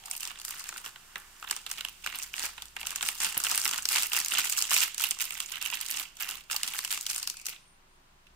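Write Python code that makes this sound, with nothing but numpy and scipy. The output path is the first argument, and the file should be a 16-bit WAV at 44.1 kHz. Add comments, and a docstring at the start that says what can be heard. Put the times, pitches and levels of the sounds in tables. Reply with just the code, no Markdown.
"""Two foil sachets are shaken, squeezed and crumpled close to a stereo microphone in a quiet kitchen.
First powder pours with a smooth hiss (shaped noise) under light snaps; from about 1 s dull finger knocks join in.
From 3 s the creases buckle loudest: millisecond noise bursts and ringing sines amid crackles and sliding powder.
After 7.5 s the foil sinks away but for one faint late snap. Motor hum (sines) and room noise run throughout;
faint narrow hisses and chirps (narrow-band noise) come near the start and the end."""
import sys
import numpy as np
from scipy import signal
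from scipy.fft import rfft, irfft
from scipy.io import wavfile
from scipy.ndimage import uniform_filter1d

SR = 44100
rng = np.random.default_rng(int(sys.argv[2]) if len(sys.argv) > 2 else 0)


def to_wav(s):
    """Save 16-bit WAV."""
    ch = np.atleast_2d(s).T  # columns
    pcm = np.round(np.clip(ch, -1, 1) * 32767)  # PCM
    wavfile.write(sys.argv[1], SR, pcm.astype(np.int16))


def volts_from_decibels(level):
    """Turn decibel levels (scalar or array-like) into linear amplitude factors."""
    exponent = np.asarray(level, float) / 20
    return 10 ** exponent


N = 368543


def rms_one(x):
    """Scales to unit rms."""
    return x / np.sqrt(np.mean(x ** 2) + 1e-20)


def in_time(rows):
    """Columns of a curve table, one value a sample."""
    s, *columns = np.transpose(rows)
    return [np.interp(np.arange(N) / SR, s, c) for c in columns]


def at_hz(points, hz):
    """Reads a spectrum on a log-frequency axis."""
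    point_hz, value = np.transpose(points)
    return np.interp(np.log(np.maximum(hz, 1)), np.log(point_hz), value)


def dying(power, t60):
    """Every spike of power dies away by 60 dB in t60 seconds."""
    return signal.lfilter([1], [1, -volts_from_decibels(-120 / (t60 * SR))], power + 1e-18)


def drift(rate):
    """Slow random wander with spread 1: noise through a two-pole low-pass at rate Hz."""
    step = 40     # samples between slow values
    r = np.exp(-2 * np.pi * rate * step / SR)
    noise = rng.standard_normal(N // step + 2002)
    slow = signal.lfilter([1], [1, -2 * r, r * r], noise)[2000:]
    return np.interp(np.arange(N) / step, np.arange(len(slow)), rms_one(slow))


def pair(likeness, hz):
    """Two channels of white noise, as alike as the table says at this pitch."""
    alike = np.clip(at_hz(likeness, hz), -1, 1)
    mid, side = rng.standard_normal((2, N))
    return (np.sqrt(1 + alike) * mid + np.sqrt(1 - alike) * side * [[1], [-1]]) / np.sqrt(2)


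def band(x, low, high):
    """Band-pass between two edges in Hz."""
    return signal.sosfilt(signal.butter(2, [low, high], "band", fs=SR, output="sos"), x)


def colour(x, spectrum):
    """Causal (minimum-phase) filter with the given spectrum, mean power gain 1."""
    size = 2 ** 15
    gain = rms_one(volts_from_decibels(at_hz(spectrum, np.arange(size // 2 + 1) * SR / size)))
    cepstrum = irfft(np.log(gain))
    # folding the cepstrum forward makes the filter causal
    cepstrum[1:size // 2] *= 2
    cepstrum[size // 2 + 1:] = 0
    return signal.fftconvolve(x, irfft(np.exp(rfft(cepstrum))))[:N]


# how alike left and right are in the room noise: f/Hz, correlation (-1 to 1)
ROOM_LIKENESS = [(60, 1), (240, 0.83), (950, -0.2), (3770, -0.04), (15000, -0.67)]
# relative spectrum of the room noise: f/Hz, level per Hz/dB
ROOM_SPECTRUM = [(10, 0), (40, -1), (82, -5), (165, -4.5), (210, -7), (325, -12), (365, -3), (420, -15),
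                 (650, -9.5), (990, -5), (1840, -11), (2690, -12), (9300, -23.5), (16000, -26)]
ROOM_NOISE_DB = -63


def room_noise():
    """Octave bands of steady noise, alike in both ports only in the bass."""
    edges = 10 * 2 ** np.arange(0, 11.3)
    white = np.zeros((2, N))
    for low, high in zip(edges, edges[1:]):
        white += band(pair(ROOM_LIKENESS, np.sqrt(low * high)), low, high)
    return volts_from_decibels(ROOM_NOISE_DB) * rms_one(np.array([colour(side, ROOM_SPECTRUM) for side in white]))


# steady motor tones: f/Hz, rms level before a slight wobble/dB
HUM_TONES = [(19.1, -65.6), (52.5, -77), (157.5, -82)]
# motor tone that swells and fades: t/s, rms level/dB
SWELL = [(0, -97), (.9, -76), (2.65, -64.5), (4.3, -71.5), (5.0, -87), (6.5, -74), (7.3, -100), (8.36, -66)]
SWELL_HZ = 57.6


def hum():
    """Low motor sines; the swelling one beats against its neighbour."""
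    turns = 2 * np.pi * np.arange(N) / SR
    tones = volts_from_decibels(in_time(SWELL)[0]) * np.sin(SWELL_HZ * turns)
    for hz, level_db in HUM_TONES:
        wobble_db = 0.38 * drift(1.5)
        tones += volts_from_decibels(level_db + wobble_db) * np.sin(hz * turns + rng.uniform(0, 2 * np.pi))
    return np.sqrt(2) * tones     # sine peak from rms


# faint narrow hisses and high chirps: start t/s, end t/s, f/Hz, half width/Hz, level before swell and flutter/dB
CHIRPS = [(0, 0.19, 810, 111, -56), (0.408, 0.617, 9100, 80, -66.5), (7.249, 7.6, 2510, 180, -56),
          (7.581, 7.797, 9550, 88.4, -70.5), (7.559, 7.756, 8700, 90, -72), (7.869, 7.996, 8990, 71, -75.5)]


def chirps():
    """Narrow bands of noise that swell, flutter and fade."""
    out, t = np.zeros((2, N)), np.arange(N) / SR
    for start, end, hz, width_hz, level_db in CHIRPS:
        swell = np.sin(np.pi * np.clip((t - start) / (end - start), 0, 1)) ** .5
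        hiss = rms_one(band(rng.standard_normal((2, N)), hz - width_hz, hz + width_hz))
        out += volts_from_decibels(level_db + 1.6 * drift(23)) * swell * hiss
    return out


# fingers knock on the sachet: t/s, starting level/dB
KNOCKS = [(1.159, -51), (2.07, -51), (2.438, -46), (3.37, -40), (4.323, -50.5), (7.488, -60)]
KNOCK_LOW_HZ, KNOCK_HIGH_HZ, KNOCK_T60_S = 118, 660, 0.059


def knocks():
    """Short dull thuds of decaying low noise, the same in both ports."""
    s, level_db = np.transpose(KNOCKS)
    spikes = np.zeros(N)
    spikes[(s * SR).astype(int)] = volts_from_decibels(2 * level_db)
    thud = rms_one(band(rng.standard_normal(N), KNOCK_LOW_HZ, KNOCK_HIGH_HZ))
    return np.sqrt(dying(spikes, KNOCK_T60_S)) * thud


# shakes and squeezes: full strength from t/s, held for t/s,
# rustle reference level/dB, dull part against the whole/dB
SQUEEZES = [(0.0, 0.4, -46.5, 0.5), (0.454, 0.42, -46, -3), (1.172, 0.024, -52.5, -2.5),
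            (1.441, 0.14, -46.5, 0.5), (1.699, 0.11, -44.5, -0.5), (2.061, 0.029, -37.5, 1),
            (2.141, 0.12, -43, -3), (2.37, 0.041, -39, -4), (2.428, 0.029, -35.5, -3.5),
            (2.609, 0.029, -52.5, -1), (2.81, 0.25, -41.5, -2.5), (3.02, 0.07, -34.5, -4),
            (3.218, 0.029, -29.5, -4), (3.3, 0.074, -40, -3), (3.439, 0.34, -33.5, -2.5),
            (3.917, 0.11, -29.5, -3), (4.15, 0.024, -25, -4.5), (4.339, 0.054, -25.5, -2.5),
            (4.44, 0.089, -33, -5), (4.581, 0.053, -27, -3.5), (4.718, 0.094, -27, -3.5),
            (5.02, 0.026, -29.5, -2.5), (5.21, 0.019, -32.5, -2.5), (5.27, 0.1315, -42.5, -1.5),
            (5.409, 0.12, -42, -1), (5.57, 0.18, -38.5, 1), (5.79, 0.1388, -38.5, -1.5),
            (5.97, 0.029, -36.5, -1), (6.21, 0.024, -33.5, -1.5), (6.3, 0.091, -44, -1),
            (6.521, 0.3, -39.5, -2), (6.91, 0.038, -32, -4), (7.071, 0.14, -38.5, -5),
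            (7.349, 0.075, -51, -3.5), (7.462, 0.032, -42, -4), (7.52, 0.0087, -46.5, 8.5)]
TIGHTEN_DB_PER_S, SLACKEN_DB_PER_S = 450, 280
STILL_DB, STILL_DULL_DB = -57, -12     # sachets held still
PUT_AWAY_S, FADE_DB_PER_S, GONE_DB = 7.53, 119, -65.5


def handling():
    """Each squeeze tightens, holds and slackens; powers add, and the loudest weighs most in the dullness."""
    t = np.arange(0, N, 40) / SR
    s, held, level_db, dull_db = np.transpose(SQUEEZES)[:, :, None]
    tighten_db = TIGHTEN_DB_PER_S * np.maximum(s - t, 0)
    slacken_db = SLACKEN_DB_PER_S * np.maximum(t - s - held, 0)
    power = volts_from_decibels(2 * (level_db - tighten_db - slacken_db))
    still_db = np.maximum(STILL_DB - FADE_DB_PER_S * np.maximum(t - PUT_AWAY_S, 0), GONE_DB)
    still = volts_from_decibels(2 * still_db)
    whole = power.sum(0) + still
    mean_dull_db = ((power * dull_db).sum(0) + still * STILL_DULL_DB) / whole
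    return in_time(np.transpose([t, 10 * np.log10(whole), mean_dull_db]))


DULL_EDGE_HZ, USUAL_DULL_DB = 3700, -4


def share_db(dull_db, hz):
    """A duller sound has more below the edge and less above it."""
    dull, usual = np.clip(volts_from_decibels(2 * dull_db), .02, .93), volts_from_decibels(2 * USUAL_DULL_DB)
    return 10 * np.log10(dull / usual if hz < DULL_EDGE_HZ else (1 - dull) / (1 - usual))


POUR_DB, POUR_DULL_DB, POUR_END_S, POUR_FADE_S = -54.5, -2.5, 2.9, .4     # level ahead of the foil's colouring


def pouring_power(hz):
    """Powder streams out with a smooth hiss that fades as the pour ends."""
    fade = np.clip((POUR_END_S - np.arange(N) / SR) / POUR_FADE_S, 0, 1)
    return volts_from_decibels(2 * (POUR_DB + share_db(POUR_DULL_DB, hz))) * fade


def powder_power(rustle_db, dull_db, busy, lumps, hz):
    """Sliding powder fills the gaps, following the hands; busy hands make it lumpier."""
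    level_db = rustle_db + share_db(dull_db, hz) - 11 + 4.7 * busy * drift(30)
    return volts_from_decibels(2 * level_db) * lumps ** busy


def crackle_swarm(rustle_db, dull_db, busy, ring_hz):
    """Small creases give way at random in clumps, each with its own size, dullness, top edge and pitch."""
    crackles_per_s, uneven_db, crackle_db = 450, 5.5, -2.5
    dense = np.clip((rustle_db + 57) / 25, .3, 1)     # gentle handling: fewer crackles, each bigger
    clumps = volts_from_decibels(4.0 * drift(15))
    born = np.flatnonzero(rng.random(N) < busy * dense * crackles_per_s * clumps / SR)
    count = len(born)
    sizes_db = uneven_db * np.minimum(rng.exponential(1, count), 2.0) - 10 * np.log10(dense[born])
    level_db = rustle_db[born] + sizes_db + crackle_db
    crackle_dull_db = dull_db[born] + rng.normal(0, 3.4, count)
    top_edge_db = rng.normal(0, 5.8, count)     # some are sharper at the very top
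    # pitches like those of the snaps
    pitch_hz = np.minimum(rng.choice(ring_hz, count) * 2 ** rng.normal(-0.13, 0.35, count), 14000)
    return born, level_db, crackle_dull_db, top_edge_db, pitch_hz, sizes_db > uneven_db


def patches(at, ring_db, ring_hz, cycles=22.2):
    """Each buckle sets one flat patch of foil ringing briefly; the two ports catch it in unrelated phase."""
    out, t = np.zeros((2, N + 900)), np.arange(900) / SR
    phase = rng.uniform(0, 2 * np.pi, (len(at), 2, 1))
    for start, level_db, hz, turn in zip(at, ring_db, ring_hz, phase):
        decay = volts_from_decibels(level_db - 60 * t * hz / cycles)     # 60 dB down after that many cycles
        attack = np.minimum(t / 0.00076, 1)
        out[:, start:start + len(t)] += decay * attack * np.sin(2 * np.pi * hz * t + turn)
    return out[:, :N]


def burst_power(spikes, lumps, hz):
    """Crisp and drawn-out bursts, the strain before them, and the rattle and kitchen echo after."""
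    rattle_db, creep_db, kitchen_db = -17.5, -22, -27
    slower = (3000 / hz) ** 0.11      # low parts ring longer
    both = spikes.sum(0)
    crisp = uniform_filter1d(dying(spikes[0], 0.0043 * slower), size=11, origin=-4)
    # runs along the crease for a moment
    drawn = uniform_filter1d(dying(spikes[1], 0.012 * slower), size=61, origin=-20)
    rattle = volts_from_decibels(2 * rattle_db) * (3000 / hz) ** 0.3 * dying(both, 0.1 * slower) * lumps
    # the crease strains before it gives: a decay run backwards
    creep = volts_from_decibels(2 * creep_db) * dying(both[::-1], 0.028)[::-1]
    # the kitchen answers, dully
    echo_t60 = 0.5 * min(1, 4000 / hz) ** .5
    kitchen = volts_from_decibels(2 * kitchen_db) * (3000 / hz) ** 0.12 * dying(both, echo_t60)
    return crisp + drawn + rattle + creep + kitchen


# the loudest creases buckling: t/s, level before snap and ring trims/dB, dull part against the whole/dB, ring f/Hz
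SNAPS = [(0.058, -34, -12, 8700), (0.152, -29.5, -3.5, 2500), (0.113, -22.5, -8.5, 9450),
         (0.178, -32, -15, 8400), (0.207, -27, -21.5, 8800), (0.232, -24.5, -4.5, 7860),
         (0.253, -24.5, -5, 3460), (0.275, -26, -4, 7100), (0.416, -33, -8, 2870), (0.451, -25, -39, 8700),
         (0.482, -26.5, -4, 8716), (0.508, -30, -7, 8200), (0.641, -31, -8, 2570), (0.691, -25, -3, 7060),
         (0.726, -30.5, 2.5, 1400), (0.762, -32, 2, 1500), (0.779, -29, -2.5, 8800), (0.844, -34, 12, 1400),
         (0.862, -28.5, -3.5, 2700), (0.96, -36, 1.5, 3157), (1.158, -24, 1.5, 2020),
         (1.427, -30.5, -0.5, 1280), (1.499, -29, -2, 2670), (1.511, -16.5, -4, 8080),
         (1.527, -25.5, 4, 2300), (1.565, -25, -3.5, 10100), (1.665, -25.5, -1.5, 3730),
         (1.715, -21, -5.5, 7400), (1.809, -22.5, -1, 3720), (1.85, -22, -1.5, 2900),
         (1.886, -29.5, -1.5, 2860), (2.063, -20, -2.5, 1480), (2.073, -20, 0, 2400), (2.126, -28, 1, 2030),
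         (2.139, -31, 1, 2080), (2.148, -26, 0, 2800), (2.188, -25.5, -4, 8410), (2.34, -24, 0.5, 2420),
         (2.395, -22.5, -1.5, 6890), (2.437, -25, -1, 2770), (2.463, -28, -2.5, 5856),
         (2.58, -27.5, 2, 3520), (2.622, -28, -3.5, 3600), (2.766, -22.5, 2, 1937),
         (2.814, -30.5, -1.5, 2737), (2.831, -26, 1, 2450), (2.87, -19, -8.5, 2842),
         (2.907, -25.5, -5, 2964), (2.96, -21.5, -23, 7567), (3.01, -22, -0.5, 2848),
         (3.028, -17, -1.5, 9000), (3.088, -14.5, -4, 3000), (3.203, -22, -4, 6892), (3.37, -22.5, 0, 2080),
         (3.402, -21, -5, 7400), (3.439, -19.5, -8, 8415), (3.449, -20, -3, 7005), (3.468, -19, -1.5, 2920),
         (3.499, -23, -6, 7830), (3.515, -18, -6.5, 7440), (3.548, -18, -3.5, 8460),
         (3.578, -16, -6.5, 9608), (3.6, -22, -11, 8700), (3.616, -22.5, -11, 6060),
         (3.648, -22, -21, 8006), (3.655, -15, -2, 5511), (3.663, -17, 0, 12000), (3.678, -17, -5.5, 7970),
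         (3.692, -20, -4.5, 6880), (3.712, -18, -6, 6160), (3.735, -20.5, -2, 2680),
         (3.78, -22.5, -12, 7136), (3.855, -15.5, -7.5, 5080), (3.889, -16.5, -9.5, 2724),
         (3.946, -20, -4, 8400), (3.96, -13.5, -2, 7700), (4.009, -35, -3.5, 8590), (4.016, -23, -4, 6935),
         (4.033, -16.5, -7, 2698), (4.119, -21, 0, 2726), (4.133, -14, -2.5, 11020),
         (4.148, -18, 0.5, 2840), (4.202, -18, -4, 7700), (4.248, -21.5, -9.5, 6906),
         (4.261, -20.5, -3, 5998), (4.284, -21, -13, 7380), (4.321, -18.5, 0, 2887), (4.356, -25, 1, 2923),
         (4.387, -23, -7, 2900), (4.455, -20.5, -2.5, 8790), (4.526, -21, -3, 6840),
         (4.583, -23, -17.5, 8000), (4.588, -19.5, -15, 4927), (4.624, -16, -6, 7600),
         (4.708, -20, -3.5, 2833), (4.742, -14.5, -5, 8160), (4.765, -15.5, 0, 2459),
         (4.946, -27, -4.5, 8200), (4.981, -23, -4.5, 7680), (4.998, -21, -5, 2998),
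         (5.011, -21.5, -6.5, 7526), (5.04, -19, -0.5, 2770), (5.11, -17.5, -6, 7800),
         (5.115, -22, -2, 2995), (5.189, -27.5, -4, 7350), (5.207, -18.5, -2, 2474),
         (5.307, -23, -2.5, 2692), (5.348, -34.5, -10, 5200), (5.403, -20, -3.5, 3200),
         (5.522, -26.5, -2.5, 2958), (5.557, -25.5, -1, 3038), (5.626, -22.5, -4, 2785),
         (5.661, -21.5, -3, 2830), (5.702, -25.5, -3.5, 2610), (5.737, -24, -1, 2598),
         (5.772, -27, -1.5, 2677), (5.863, -28, -13, 3220), (5.886, -27.5, -8.5, 9900),
         (5.912, -22, -17, 9980), (5.973, -25, -4.5, 3156), (5.983, -27, 0, 3400), (5.99, -28, -4, 9155),
         (6.29, -22.5, -3.5, 2892), (6.311, -26, -11, 3055), (6.5, -26.5, 3, 1716),
         (6.513, -19.5, -5.5, 3150), (6.53, -23.5, -2.5, 4825), (6.564, -17, -7, 4520),
         (6.633, -18, -4.5, 2880), (6.677, -24, -3, 2618), (6.737, -26, -0.5, 2510), (6.79, -19, -3, 8084),
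         (6.849, -20.5, -5, 2990), (6.877, -27, -4, 2595), (6.916, -26.5, 5, 2500), (6.926, -20.5, 0, 1657),
         (6.976, -21.5, -2, 6984), (7.011, -25.5, -19, 8037), (7.066, -19, -4.5, 3122),
         (7.101, -20.5, -5.5, 6090), (7.132, -27, -9, 2530), (7.162, -22, -4.5, 9110),
         (7.181, -24, -20.5, 8780), (7.229, -25.5, -17.5, 4560), (7.275, -19, -6.5, 4866),
         (7.3, -20.5, -8.5, 5000), (7.398, -45, -5.5, 2419), (7.457, -29, -9.5, 6587),
         (7.467, -20, -6, 6746), (7.486, -26, -1, 2370), (8.269, -46, 4.5, 2620)]
# the sachets empty, fold up and move: t/s, low body level/dB, left-right tilt before a fixed 1 dB to the left/dB
SACHETS = [(0, -5, -4.5), (.7, 2, -3.5), (1.3, 5, -5), (1.9, -4.5, -4), (2.5, 0.5, -4.5), (3.9, -2, -3.5),
           (4.8, -5, -5), (5.6, -5, -7), (6.2, -1, -5.5), (7.6, -6, -2)]
BODY_EDGE_HZ = 1900
# relative spectrum of foil as heard through each microphone port: f/Hz, level per Hz/dB
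LEFT_PORT = [(120, -29.5), (380, -22.5), (620, -23), (790, -14), (1450, -6), (2200, -16.5), (3600, -11),
             (4700, -4.5), (6500, -7.5), (9500, -7.5), (11500, -12.5), (15000, -19.5)]
RIGHT_PORT = [(120, -30), (380, -23.5), (620, -23.5), (800, -13.5), (1450, -11.5), (1750, -9.5),
              (2450, -7.5), (2770, -2.5), (3150, -6.5), (4100, -11), (6000, -7.5), (7800, -4.5),
              (9000, -7.5), (10600, -14.5), (13800, -7.5), (15500, -11.5)]
# how alike left and right are in the foil noise: f/Hz, correlation (-1 to 1)
FOIL_LIKENESS = [(60, 0.41), (180, 1), (550, 0.0062), (1650, 0.97), (4970, 0), (15000, 0.16)]


def foil():
    """Snaps and crackles are bursts of a few ms, each with a colour of its own; the sheet rattles after them."""
    snap_db, ring_db, tick_db, lumpy_db = 1.5, 1, -2, 3.5
    rustle_db, dull_db = handling()
    body_db, pan_db = in_time(SACHETS)
    s, peak_db, snap_dull_db, ring_hz = np.transpose(SNAPS)
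    at = np.round((s - .0004) * SR).astype(int)
    # hands at rest make only a few ticks
    busy = np.clip((rustle_db + 57) / 8, .07 * (rustle_db > -59), 1)
    born, crackle_db, crackle_dull_db, top_edge_db, crackle_hz, big = crackle_swarm(
        rustle_db, dull_db, busy, ring_hz)
    lumps = volts_from_decibels(2 * lumpy_db * drift(110))     # the rattle is a swarm of tiny ticks
    lumps /= lumps.mean()

    edges = 125 * 2 ** np.arange(0, 7.3, 1 / 3)     # third-octave bands
    noise = np.zeros((2, N))
    for low, high in zip(edges, edges[1:]):
        hz = np.sqrt(low * high)
        # strongest around the ring
        snap_near_db = 4.34 * np.exp(-(np.log2(ring_hz / hz) / 0.25) ** 2)
        snap_colour_db = 1.2 * rng.standard_normal(len(at))
        snap_band_db = peak_db + snap_db + share_db(snap_dull_db, hz) + snap_colour_db + snap_near_db
        crackle_near_db = 6.5 * np.exp(-(np.log2(crackle_hz / hz) / 0.41) ** 2)
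        crackle_colour_db = top_edge_db * (hz > 9000) + rng.normal(0, 3.14, len(born))
        crackle_band_db = crackle_db + share_db(crackle_dull_db, hz) + crackle_near_db + crackle_colour_db
        # rows: crisp, drawn-out; a snap has both, every crackle is one or the other
        spikes = np.zeros((2, N))
        spikes[:, at] = .5 * volts_from_decibels(2 * snap_band_db)
        spikes[(born % 3 == 0) * 1, born] += volts_from_decibels(2 * crackle_band_db)
        power = burst_power(spikes, lumps, hz)
        power += powder_power(rustle_db, dull_db, busy, lumps, hz)
        power += pouring_power(hz)
        power *= volts_from_decibels(2 * body_db * (hz < BODY_EDGE_HZ))
        noise += band(np.sqrt(np.abs(power)) * pair(FOIL_LIKENESS, hz), low, high)

    left = colour(noise[0], LEFT_PORT) * volts_from_decibels(-0.5 + pan_db / 2)
    right = colour(noise[1], RIGHT_PORT) * volts_from_decibels(-1.5 - pan_db / 2)
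    # the bigger crackles ring too
    ticks = patches(born[big], crackle_db[big] + tick_db, crackle_hz[big])
    rings = patches(at, peak_db + ring_db, ring_hz)
    return ticks + rings + np.array([left, right])


def scene():
    """All sources together."""
    return room_noise() + hum() + chirps() + knocks() + foil()


def low_pass(x):
    """Removes everything above about 17 kHz."""
    return signal.sosfilt(signal.butter(12, 16970, fs=SR, output="sos"), x)


CUTOFF_HZ = 16580     # 60 dB down from here up


def record(dry):
    """A steep low-pass cuts the very top."""
    cut = signal.sosfilt(signal.cheby2(12, 60, CUTOFF_HZ, fs=SR, output="sos"), dry)
    return low_pass(cut)


dry = scene()
out = record(dry)
to_wav(out)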